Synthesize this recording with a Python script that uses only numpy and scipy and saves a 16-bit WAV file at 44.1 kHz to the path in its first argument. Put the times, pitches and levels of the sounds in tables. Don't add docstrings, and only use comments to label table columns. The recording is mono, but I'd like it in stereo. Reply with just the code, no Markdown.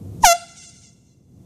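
import sys
import numpy as np
from scipy.fft import rfft, irfft, next_fast_len
from scipy.io import wavfile
from scipy.ndimage import uniform_filter1d, minimum_filter1d, map_coordinates

SR = 44100
rng = np.random.default_rng(int(sys.argv[2]) if len(sys.argv) > 2 else 0)


def to_wav(s):
    ch = np.atleast_2d(s).T
    pcm = np.round(np.clip(ch, -1, 1) * 32767)
    wavfile.write(sys.argv[1], SR, pcm.astype(np.int16))


N = 63945
T = np.arange(N) / SR


def amp(db):
    return 10 ** (np.asarray(db) / 20)


def unit(x):
    return x / np.sqrt(np.mean(x ** 2) + 1e-20)


def curve(rows, ends=None):
    return np.interp(T, *np.transpose(rows), left=ends, right=ends)


def wobble(rate):
    return map_coordinates(rng.standard_normal(int(N * rate / SR) + 4), [T * rate])


def pan(db):
    return amp([[db / 2], [-db / 2]])


def delayed(x, seconds):
    return map_coordinates(x, [(T - seconds) * SR])


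def convolve(x, h):
    size = next_fast_len(2 * N)
    return irfft(rfft(x, size) * rfft(h, size), size)[..., :N]


def colour(x, points, size=8192):
    hz, db = np.transpose(points)
    gain = amp(np.interp(np.log(np.fft.rfftfreq(size, 1 / SR) + 1), np.log(hz), db))
    cepstrum = irfft(np.log(gain))
    cepstrum[1:size // 2] *= 2
    cepstrum[size // 2 + 1:] = 0
    return convolve(x, irfft(np.exp(rfft(cepstrum))))


def scatter(delay, t60, rise=.001):
    age = np.maximum(T - delay, 0)
    response = rng.standard_normal((2, N)) * (1 - np.exp(-age / rise)) * amp(-60 * age / t60)
    return unit(response) / np.sqrt(N)


# frequency in Hz, relative density in dB.
RUMBLE_SPECTRUM = [(15, -53.5), (25, -23), (97, -1), (157, -3), (189, -4), (297, -11), (443, -20),
                   (493, -19), (563, -26.5), (735, -29), (862, -33.5), (1630, -48), (5270, -48),
                   (6520, -44.5), (14500, -49.5)]
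# frequency in Hz, side relative to mid in dB.
RUMBLE_WIDTH = [(40, -19), (150, -16.5), (600, -3.5), (4000, 0.5)]
# frequency in Hz, left minus right in dB.
RUMBLE_PAN = [(100, -2), (300, -3), (1200, -0.5), (4500, 0.5), (6300, -3), (9000, 4.5)]
# time in seconds, level in dB.
RUMBLE_LEVEL = [(0, -37.5), (.2, -33.5), (.7, -33), (1.44, -36)]

def rumble():
    mid, side = colour(rng.standard_normal((2, N)), RUMBLE_SPECTRUM)
    side = colour(side, RUMBLE_WIDTH)
    hz, lean_db = np.transpose(RUMBLE_PAN)
    left = colour(mid + side, np.c_[hz, lean_db / 2])
    right = colour(mid - side, np.c_[hz, -lean_db / 2])
    return unit(np.array([left, right])) * amp(curve(RUMBLE_LEVEL))


# time in seconds, level in dB.
HISS_LEVEL = [(.205, -54.5), (.218, -50), (.232, -27.5), (.242, -26.5), (.256, -5.5), (.29, -20),
              (.326, -29), (.355, -28.5), (.38, -57)]
# frequency in Hz, relative density in dB.
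HISS_SPECTRUM = [(300, -13.5), (1200, -24), (3000, -12), (5000, -4.5), (6400, 6.5), (7800, -4.5),
                 (10000, -2.5), (14500, -21)]

def valve_hiss():
    hiss = unit(colour(rng.standard_normal((2, N)), HISS_SPECTRUM))
    return hiss * amp(curve(HISS_LEVEL, ends=-120)) * pan(db=-4)


def rasping(settled_s=.29, fade_s=.028):
    return np.clip((settled_s - T) / fade_s, 0, 1)


# time in seconds, frequency in Hz.
PITCH = [(.232, 1030), (.24, 950), (.248, 818), (.255, 765), (.268, 720.2), (.286, 689.1), (.305, 681.5),
         (.322, 678.8), (.331, 691), (.345, 702.6)]
# time in seconds, level of the fundamental in dB.
TONE_LEVEL = [(.214, -67.5), (.229, -41.5), (.237, -7.5), (.244, 10), (.262, 10), (.3, 8), (.328, 7.5),
              (.338, -1), (.352, 0), (.364, -12), (.378, -62)]
# time in seconds, upper harmonics relative to the fundamental in dB.
STEEPNESS = [(.236, -53.5), (.243, -40.5), (.249, -1.5), (.262, 2.5), (.29, -1.5), (.327, -2),
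             (.335, -12.5), (.343, -29.5), (.37, -32)]

def horn():
    steady_jitter, rasp_jitter, shimmer_db = .0006, .013, 3
    steepening_order, bell_delay_s, bell_delay_at_hz = 5.6, .0002, 6000
    pitch = curve(PITCH)
    hz = pitch * (1 + (steady_jitter + rasp_jitter * rasping()) * wobble(rate=750))
    phase = 2 * np.pi * np.cumsum(hz) / SR
    steepness_db = curve(STEEPNESS) + shimmer_db * rasping() * wobble(rate=750)
    order = np.arange(1, 23)[:, None]
    phase_lag = np.pi * bell_delay_s * (order * pitch) ** 2 / bell_delay_at_hz
    harmonic_db = steepness_db * np.tanh((order - 1) / steepening_order)
    harmonics = np.cos(order * phase - phase_lag) * (order * hz < SR / 2) * amp(harmonic_db)
    return harmonics.sum(axis=0) * amp(curve(TONE_LEVEL, ends=-120))


# frequency in Hz, gain in dB.
LEFT_PORT = [(300, -7.5), (690, 0), (1370, -8), (2700, -9), (4700, -14.5), (5500, -9.5), (6700, -25.5),
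             (8300, -16.5), (10200, -23.5), (11600, -26), (14500, -26.5)]
RIGHT_PORT = [(300, -6.5), (690, -1.5), (1370, -6.5), (2100, -17), (3400, -13.5), (4800, -5.5), (5500, -2),
              (6200, 1), (6850, -5), (8200, -18.5), (8900, -30), (12000, -12), (14500, -29)]
# delay in seconds, gain before filtering in dB.
GROUND_PATHS = [(.00305, -8), (.0032, -15)]
# frequency in Hz, gain in dB.
GROUND_RESPONSE = [(1600, -7.5), (3000, -5.5), (10000, -8)]

def near_paths(tone):
    left = colour(tone, LEFT_PORT)
    right = delayed(colour(tone, RIGHT_PORT), seconds=.00011)
    direct = np.array([left, right])
    bounce = np.array([amp(db) * delayed(port, lag) for port, (lag, db) in zip(direct, GROUND_PATHS)])
    grass = amp(-22.5) * convolve(direct, scatter(delay=.0012, t60=.095))
    return direct + colour(bounce, GROUND_RESPONSE) + grass


# frequency in Hz, relative gain in dB.
FIELD_RESPONSE = [(300, -10), (690, -4), (1400, -7), (2100, -11.5), (2800, -10.5), (4500, -11), (6400, -11),
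                  (9000, -14), (11000, -33), (14500, -46)]

def field_wash(tone):
    wash = convolve(tone, scatter(delay=.02, t60=.64))
    return amp(-18.5) * colour(wash, FIELD_RESPONSE)


# frequency in Hz, relative density in dB.
THUMP_SPECTRUM = [(15, -0.5), (45, -3.5), (120, -7), (300, -15), (600, -23.5), (1500, -51.5)]

def overload_thump(start_s=.244, rise_s=.003):
    age = np.maximum(T - start_s, 0) / rise_s
    pulse = amp(-8.5) * age * np.exp(1 - age)
    roughness = amp(-.5) * unit(colour(rng.standard_normal(N), THUMP_SPECTRUM))
    return pulse * (roughness - 1)


# delay in seconds, gain before filtering in dB,
# time to decay by 60 dB in seconds, left minus right in dB.
TREE_PATHS = [(0.224, -35, 0.089, -6), (0.303, -27.5, 0.15, -5.5), (0.368, -28, 0.1, -3.5),
              (0.428, -34, 0.61, -4.5), (.486, -37, 0.22, -4), (0.564, -44, 0.17, -28),
              (0.609, -44, 1.5, -3.5), (0.789, -53, 0.23, -10.5)]
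# frequency in Hz, left gain in dB, right gain in dB.
TREE_RESPONSE = [(300.44, -17.5, -28), (745, -24.5, -21.5), (1417.5, -17, -30), (2095, -15.5, -19),
                 (4039, -11, -17), (4920, -13.5, -15.5), (6295, -8.5, -4.5), (7100, -9.5, -12.5),
                 (8850, -11, -21), (10600, -30.5, -37.5), (13200, -42, -60)]

def tree_echoes(tone):
    paths = sum(amp(db) * pan(pan_db) * scatter(delay, t60, rise=.0021)
                for delay, db, t60, pan_db in TREE_PATHS)
    left, right = convolve(tone, paths)
    hz, left_db, right_db = np.transpose(TREE_RESPONSE)
    return np.array([colour(left, np.c_[hz, left_db]), colour(right, np.c_[hz, right_db])])


def scene():
    tone = horn()
    carried = tone * amp(3.5 * (.5 - rasping()))
    blast = near_paths(tone) + valve_hiss() + overload_thump()
    return blast + field_wash(carried) + tree_echoes(carried) + rumble()


def record(dry):
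    limit_db, sense_s, hold_s, release_db_per_s = -2.5, .0053, .98, 53.5
    ceiling, top_hz, edge_hz = .87, 14900, 500
    power = np.abs(uniform_filter1d(dry ** 2, int(sense_s * SR), axis=1)).max(axis=0)
    excess_db = np.maximum(10 * np.log10(power + 1e-12) - limit_db, 0)
    hold = int(hold_s * SR)
    held_db = -minimum_filter1d(-excess_db, hold, origin=(hold - 1) // 2, mode="constant")
    duck_db = np.maximum.accumulate(held_db + release_db_per_s * T) - release_db_per_s * T
    ducked = dry * amp(-duck_db)
    clipped = ducked / (1 + np.abs(ducked / ceiling) ** 16) ** (1 / 16)
    size = next_fast_len(2 * N)
    lowpass = np.clip((top_hz - np.fft.rfftfreq(size, 1 / SR)) / edge_hz, 0, 1)
    return np.clip(irfft(rfft(clipped, size) * lowpass, size)[:, :N], -1, 1)


dry = scene()
out = record(dry)
to_wav(out)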